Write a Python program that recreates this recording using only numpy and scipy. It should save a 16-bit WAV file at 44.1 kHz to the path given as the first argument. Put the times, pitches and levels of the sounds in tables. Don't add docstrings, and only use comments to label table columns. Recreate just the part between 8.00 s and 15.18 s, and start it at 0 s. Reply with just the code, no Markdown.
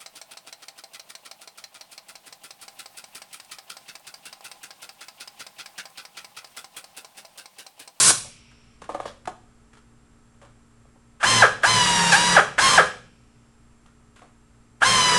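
import sys
import numpy as np
from scipy import signal
from scipy.fft import rfft, irfft, next_fast_len
from scipy.io import wavfile
from scipy.ndimage import uniform_filter1d

SR = 44100
rng = np.random.default_rng(int(sys.argv[2]) if len(sys.argv) > 2 else 0)


def dump(signal):
    limited = np.clip(np.atleast_2d(signal).T, -1, 1)
    pcm = np.round(limited * 32767).astype(np.int16)
    wavfile.write(sys.argv[1], SR, pcm)


N = 316638
TIME = np.arange(N) / SR

# air starts to leak t/s, rotor starts t/s, valve shuts t/s, settled vane rate f/Hz,
# then hiss, whine, drive of the bit's bumping, chuck wobble, each level/dB
TRIGGER_PULLS = [(3.197, 3.229, 3.416, 950, -24, -21, -32, -36),
                 (3.619, 3.634, 4.361, 920, -24.5, -21, -32, -35),
                 (4.574, 4.581, 4.772, 966, -23.5, -21.5, -32, -52),
                 (6.803, 6.819, 7.25, 959, -25.5, -21, -32, -42)]
# f/Hz, width/Hz, relative level/dB
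EXHAUST_PASSAGE = [(447, 310, -8), (886, 890, -8.5), (1230, 190, -2.5), (1644, 140, -3), (3260, 310, -11.5)]
# f/Hz, relative level/dB per Hz
EXHAUST_COLOUR = [(100, -22.5), (330, -6), (500, -11), (700, -3), (1000, 2), (1350, -3.5), (1650, 2.5),
                  (2300, -2.5), (3200, -3), (4600, -6), (7800, -6), (10000, -9), (11000, -21),
                  (12300, -36.5)]

NOMINAL_HZ = 1000
SNAG_AT_S, SNAG_LENGTH_S = 4.112, .028


def from_db(db):
    return 10 ** (np.asarray(db) / 20)


def rms_one(x):
    return x / np.sqrt(np.mean(x ** 2) + 1e-20)


def at_hz(points, hz):
    known_hz, values = np.transpose(points)
    return np.interp(np.log(np.maximum(hz, 1)), np.log(known_hz), values)


def noise(spectrum):
    size = next_fast_len(N)
    gain = from_db(at_hz(spectrum, np.fft.rfftfreq(size, 1 / SR)))
    white = rfft(rng.standard_normal(size))
    return rms_one(irfft(white * gain, size)[:N])


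def drift(rate):
    size = 2 ** 14
    hz = np.fft.rfftfreq(size, TIME[-1] / size)
    slow = rms_one(irfft(rfft(rng.standard_normal(size)) / (1 + (hz / rate) ** 2), size))
    return np.interp(TIME, np.linspace(0, TIME[-1], size), slow)


def resonate(x, resonances):
    out = np.zeros(N)
    for k, (hz, width, db) in enumerate(resonances):
        r = np.exp(-np.pi * width / SR)
        poles = [1, -2 * r * np.cos(2 * np.pi * hz / SR), r * r]
        ringing = signal.lfilter([1, 0, -1], poles, x + 1e-18)
        out += (-1) ** k * from_db(db) * (1 - r * r) / 2 * ringing
    return out


def low_pass(x, hz, order=2):
    return signal.sosfilt(signal.butter(order, min(hz, SR / 2 - 1), fs=SR, output="sos"), x + 1e-18)


def high_pass(x, hz):
    return signal.sosfilt(signal.butter(2, hz, "high", fs=SR, output="sos"), x + 1e-18)


def fade(start_s, decay_s):
    return (TIME >= start_s) * np.exp(-np.clip((TIME - start_s) / decay_s, 0, 20))


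def swell(middle_s, half_s):
    return np.exp(-np.minimum(((TIME - middle_s) / half_s) ** 2, 40))


def partials(turns, orders, flutter_db, flutter_rate):
    total = np.zeros(N)
    for order, db in orders:
        level = from_db(db + flutter_db * drift(flutter_rate))
        total += level * np.sin(2 * np.pi * (round(order) * turns + rng.random()))
    return rms_one(total)


def background(shop_db=-57.5):
    # f/Hz, rms level/dB
    shop_tones = [(58.3, -64.5), (117, -65), (233, -62.5), (291, -72.5), (425, -74), (1297, -78),
                  (7585, -76.5)]
    # f/Hz, relative level/dB per Hz
    shop_colour = [(20, -5), (55, -10), (85, -14.5), (120, -6.5), (170, -18), (250, -18.5), (400, -22),
                   (600, -26.5), (1300, -25), (2000, -31), (4000, -38.5), (7900, -37), (10000, -38.5),
                   (12300, -55)]
    hum = np.zeros(N)
    for hz, db in shop_tones:
        hum += from_db(db) * np.sqrt(2) * np.sin(2 * np.pi * np.cumsum(hz + drift(2.0)) / SR)
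    return hum + from_db(shop_db) * noise(shop_colour)


def workshop(x, first_echo_s=.008, near_db=4, near_s=0.021):
    # f/Hz, t60/s
    room_decay = [(100, 0.96), (500, 0.36), (1500, 0.37), (4000, 0.5), (8000, 0.39), (12000, 0.38)]
    t = TIME[:SR * 3 // 4]
    hz, white = np.fft.rfftfreq(len(t), 1 / SR), rfft(rng.standard_normal(len(t)))
    edges = np.geomspace(40, 16000, 10)
    tail = np.zeros(len(t))
    for low, high in zip(edges, edges[1:]):
        band = irfft(white * (hz >= low) * (hz < high), len(t))
        t60 = at_hz(room_decay, np.sqrt(low * high))
        tail += band * np.exp(-np.log(1000) * t / t60)
    tail = tail * (t > first_echo_s) * from_db(near_db * np.exp(-t / near_s))
    return signal.fftconvolve(x, tail / np.linalg.norm(tail))[:N]


def jet(push_db=2, push_s=0.038, seat_at_s=.104, seal_s=0.011):
    pushed = from_db(push_db * swell(seat_at_s, push_s))
    return pushed * np.exp(-np.clip((TIME - seat_at_s) / seal_s, 0, 20))


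def air_line(refill_s=0.33, tool_draw=.13, hiss_db=-50):
    # f/Hz, width/Hz, relative level/dB
    line_resonances = [(2460, 1100, -1), (5600, 690, -2)]
    air, *_ = throttle()
    keep = np.exp(-1 / (refill_s * SR))
    deficit = signal.lfilter([1 - keep], [1, -keep], jet() + tool_draw * air)
    once = resonate(rng.standard_normal(N), line_resonances)
    hiss = rms_one(resonate(once, line_resonances))
    return from_db(hiss_db) * deficit / deficit.max() * hiss


def coupling(jet_db=-14.5):
    # f/Hz, relative level/dB per Hz
    blast_colour = [(47, -52), (80, -15.5), (150, -10), (282, -14.5), (467, -13.5), (895, -16), (1040, -3),
                    (1250, -12), (1450, -4.5), (1910, -13.5), (8830, -1.5), (10400, -4), (12100, -29),
                    (15700, -52.5), (22000, -120)]
    return from_db(jet_db) * jet() * noise(blast_colour)


def sleeve(patchy_db=1.5, jingle_at_s=1.08, jingle_s=.025, jingle_db=-47.5):
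    # f/Hz, width/Hz, relative level/dB
    sleeve_resonances = [(3300, 330, -1), (5230, 1500, -8)]
    chatter = from_db(patchy_db * drift(200)) * rng.standard_normal(N)
    jingle = rms_one(resonate(chatter, sleeve_resonances))
    return from_db(jingle_db) * swell(jingle_at_s, jingle_s) * jingle


def handling(rattle=0.079, body_db=0.5, flicker_db=3.0):
    # t/s, strength level/dB, contact decay/s
    contacts = [(.1045, -16, 0.0016), (.245, -43, 0.017), (.8185, -35.5, 0.002), (0.8908, -22, 0.0022),
                (.895, -26, 0.0093), (.9465, -22, 0.005), (1.000, -25.5, 0.0032), (1.055, -27.5, 0.0051),
                (1.2743, -21, 0.0071), (2.417, -50, 0.05), (2.852, -55, .005), (2.956, -54.5, 0.006),
                (5.857, -56.5, .01), (6.2175, -48, 0.033)]
    # f/Hz, relative level/dB, t60/s
    body_modes = [(330.8, -12, 0.046), (470.3, -9, .04), (560, -4, 0.045), (736.7, -1, 0.03),
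                  (898, -6.5, 0.041), (1070, -4.5, 0.037), (1230, -8, 0.042), (1665, -17, 0.026),
                  (2199, -19.5, 0.018)]
    # t/s, level/dB, decay/s
    light_touches = [(0.514, -52.5, 0.0092), (0.818, -41.5, 0.011), (0.841, -48, 0.017),
                     (.891, -43.5, 0.051), (.946, -45, .018), (1.001, -45, 0.031), (1.055, -42.5, .035),
                     (1.255, -39, 0.0046), (1.274, -33.5, 0.011), (1.732, -53.5, 0.028),
                     (1.769, -54, 0.013), (2.415, -55, .055), (5.858, -58, 0.028), (6.16, -51, 0.039),
                     (6.2165, -58, .05)]
    # f/Hz, relative level/dB per Hz
    tick_colour = [(300, 3), (600, -4), (1400, 5.5), (2200, -3.5), (3300, -4), (5000, -12), (7000, -10),
                   (10000, -13), (12300, -39)]

    contact = sum(from_db(db) * fade(s, length) for s, db, length in contacts)
    force = rattle * rng.standard_normal(N) * contact
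    for s, db, _ in contacts:
        force[round(s * SR)] += from_db(db)
    ringing = np.zeros(N)
    for k, (hz, db, t60) in enumerate(body_modes):
        r, w = from_db(-60 / (t60 * SR)), 2 * np.pi * hz / SR
        poles = [1, -2 * r * np.cos(w), r * r]
        ringing += (-1) ** k * from_db(db) * signal.lfilter([0, np.sin(w)], poles, force + 1e-18)
    touches = sum(from_db(db) * fade(s, decay) for s, db, decay in light_touches)
    ticks = noise(tick_colour) * from_db(flicker_db * drift(400)) * touches
    return from_db(body_db) * ringing + ticks


def snag(recover_s=.02, drop_hz=165.08, freed_hz=45.97):
    grip = np.clip((TIME - SNAG_AT_S) / SNAG_LENGTH_S, 0, 1)
    freed = 1 - np.exp(-np.maximum(TIME - SNAG_AT_S - SNAG_LENGTH_S, 0) / recover_s)
    return freed_hz * freed - drop_hz * grip * (1 - freed)


def throttle(spin_up_s=.0175, coast_s=.04, jump=.4, leak_db=-15, fill_s=0.0042, empty_s=0.033):
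    surge_hz, sag_s = 179.9, .165
    air, rate, driven, coasting = np.zeros((4, N))
    for leak, start, shut, settled_hz, *_ in TRIGGER_PULLS:
        running, closed = np.maximum(TIME - start, 0), np.maximum(TIME - shut, 0)
        seep = from_db(leak_db) * np.clip((TIME - leak) / max(start - leak, 1 / SR), 0, 1)
        filling = np.maximum(seep, 1 - np.exp(-running / fill_s))
        air += filling * np.exp(-np.minimum(closed / empty_s, 20))
        free_hz = settled_hz + surge_hz * np.exp(-running / sag_s)
        if start < SNAG_AT_S < shut:
            free_hz = free_hz + snag()
        turning = (TIME >= start) & (closed < coast_s)
        spin_up = 1 - (1 - jump) * np.exp(-running / spin_up_s)
        rate += turning * free_hz * spin_up * np.exp(-closed / coast_s)
        driven += turning * (closed == 0)
        coasting += turning * (closed > 0)
    return air, rate, driven, coasting


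def run_gains(whine_build_s=0.027, bump_build_s=.05, centring_s=0.24):
    leaks, starts, _, _, *levels_db = np.transpose(TRIGGER_PULLS)
    current = np.maximum(np.searchsorted(leaks, TIME) - 1, 0)
    hiss, whine, bump, wobble = from_db(levels_db)[:, current]
    running = np.maximum(TIME - starts[current], 0)
    singing = 1 - np.exp(-(running / whine_build_s) ** 2)
    leaning = 1 - np.exp(-(running / bump_build_s) ** 2)
    centred = 1 - np.exp(-(running / centring_s) ** 2)
    return hiss, whine * singing, bump * leaning, wobble * leaning * (1 - centred)


def chuff(burst_db=-17, burst_s=0.016, seep_db=-33, thin_hz=900, soft_hz=2600):
    flow = np.zeros(N)
    for leak, start, *_ in TRIGGER_PULLS:
        squeezing = (TIME >= leak) & (TIME < start)
        flow += from_db(seep_db) * squeezing * np.clip((TIME - leak) / burst_s, 0, 1)
        flow += from_db(burst_db) * fade(start, burst_s)
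    ringing = resonate(rng.standard_normal(N), EXHAUST_PASSAGE)
    return flow * rms_one(low_pass(high_pass(ringing, thin_hz), soft_hz))


def bit(load, spindle, bite=.3, judder=4.5, drum_db=2.5, wobbles_per_turn=3):
    # multiple of the spindle rate, relative level/dB
    bump_orders = [(4, -5), (5, -0.5), (6, -7), (12, -6)]
    # f/Hz, width/Hz, relative level/dB
    drum_modes = [(113, 18, -8), (140, 22, -7.5), (172.5, 11, -1.5), (224, 24, -9.5), (431.3, 16, -4),
                  (526.4, 30, -3)]
    # f/Hz, width/Hz, relative level/dB
    sheet_resonances = [(530, 60, -1), (880, 65, -7), (1160, 110, 2.5), (1700, 140, 0.5),
                        (2350, 370, -15.5)]
    # t/s, half length/s, level/dB
    rim_rubs = [(4.135, .025, -25.5), (4.34, .03, -23.5), (4.73, .05, -30.5), (7.13, .05, -26.5)]
    scrape_db, crunch_db = -32.5, -17.5

    _, _, bump_gain, wobble_gain = run_gains()
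    bumps = partials(spindle, bump_orders, flutter_db=4.5, flutter_rate=24) + judder * rng.standard_normal(N)
    drumming = from_db(drum_db) * resonate(load * bump_gain * bumps, drum_modes)
    wobble = np.sqrt(2) * np.sin(2 * np.pi * wobbles_per_turn * spindle)
    drone = wobble_gain * from_db(2.5 * drift(20)) * wobble
    pressure = from_db(scrape_db) + sum(from_db(db) * swell(s, half) for s, half, db in rim_rubs)
    grab = from_db(2.0 * drift(60)) * (1 + bite * np.cos(2 * np.pi * spindle))
    scrape = pressure * rms_one(resonate(grab * rng.standard_normal(N), sheet_resonances))
    breakthrough = from_db(crunch_db) * swell(SNAG_AT_S + SNAG_LENGTH_S, half_s=0.021)
    crunch = breakthrough * grab * high_pass(noise(EXHAUST_COLOUR), hz=2000)
    return drumming + load * (drone + scrape) + crunch


def vane_yelp(turns, rate, strength, seal_hz=890, seal_width_hz=22, push=0.47, turbulence=0.035, soft_hz=2200):
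    passed = np.diff(np.floor(turns), prepend=0)
    loose = 1 / (1 + np.exp(np.clip((rate - seal_hz) / seal_width_hz, -20, 20)))
    uneven = from_db(1.1 * rng.standard_normal(N))
    puffs = passed * uneven + turbulence * rng.standard_normal(N)
    size = loose * strength * (rate / seal_hz) ** push
    return from_db(35.5) * low_pass(resonate(puffs * size, EXHAUST_PASSAGE), soft_hz, order=3)


def motor(air, spinning, turns, chop=0.52, whine_follows=2.5, hiss_follows=3.9, least_flow=1.0):
    # multiple of the vane rate, relative level/dB
    whine_orders = [(1, -1.2), (2, -9), (3, -5.5), (4, -6.5), (5, -7.2), (6, -8.2), (7, -19), (8, -16),
                    (9, -19), (10, -27)]
    hiss_gain, whine_gain, _, _ = run_gains()
    tones = partials(turns, whine_orders, flutter_db=2.4, flutter_rate=20.7)
    whine = whine_gain * spinning ** whine_follows * tones
    flow = np.maximum(spinning, least_flow) ** hiss_follows
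    chopping = 1 + chop * spinning * np.cos(2 * np.pi * turns)
    hiss = hiss_gain * flow * noise(EXHAUST_COLOUR) * chopping
    return air * whine, air * hiss


def drill(jitter=.004, driven_db=-12.5, coasting_db=-6.0, thin_hz=800, spindle_turns_per_vane=.0368):
    air, rate, driven, coasting = throttle()
    turns = np.cumsum(rate * (1 + jitter * drift(120))) / SR
    spinning = np.maximum(uniform_filter1d(rate, size=200), 0) / NOMINAL_HZ
    whine, hiss = motor(air, spinning, turns)
    cutting = bit(air * spinning, turns * spindle_turns_per_vane)
    driven_yelp = high_pass(vane_yelp(turns, rate, from_db(driven_db) * driven), thin_hz)
    coasting_yelp = vane_yelp(turns, rate, from_db(coasting_db) * coasting)
    return whine, hiss + cutting, driven_yelp + coasting_yelp


def scene():
    whine, rush, yelps = drill()
    puffs, blast, contacts = yelps + chuff(), coupling(), handling() + sleeve()
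    to_room = from_db(-10.5) * whine + from_db(-6) * rush + from_db(-8.5) * puffs
    to_room += from_db(-9.0) * blast + from_db(-9.5) * contacts
    direct = whine + rush + puffs + blast + contacts
    return (direct + workshop(to_room) + air_line() + background())[None]


def record(dry, ceiling=.78, cutoff_hz=12300):
    rounded = dry / (1 + (dry / ceiling) ** 6) ** (1 / 6)
    return signal.sosfilt(signal.ellip(10, .1, 70, cutoff_hz, fs=SR, output="sos"), rounded)


dry = scene()
out = record(dry)
dump(out)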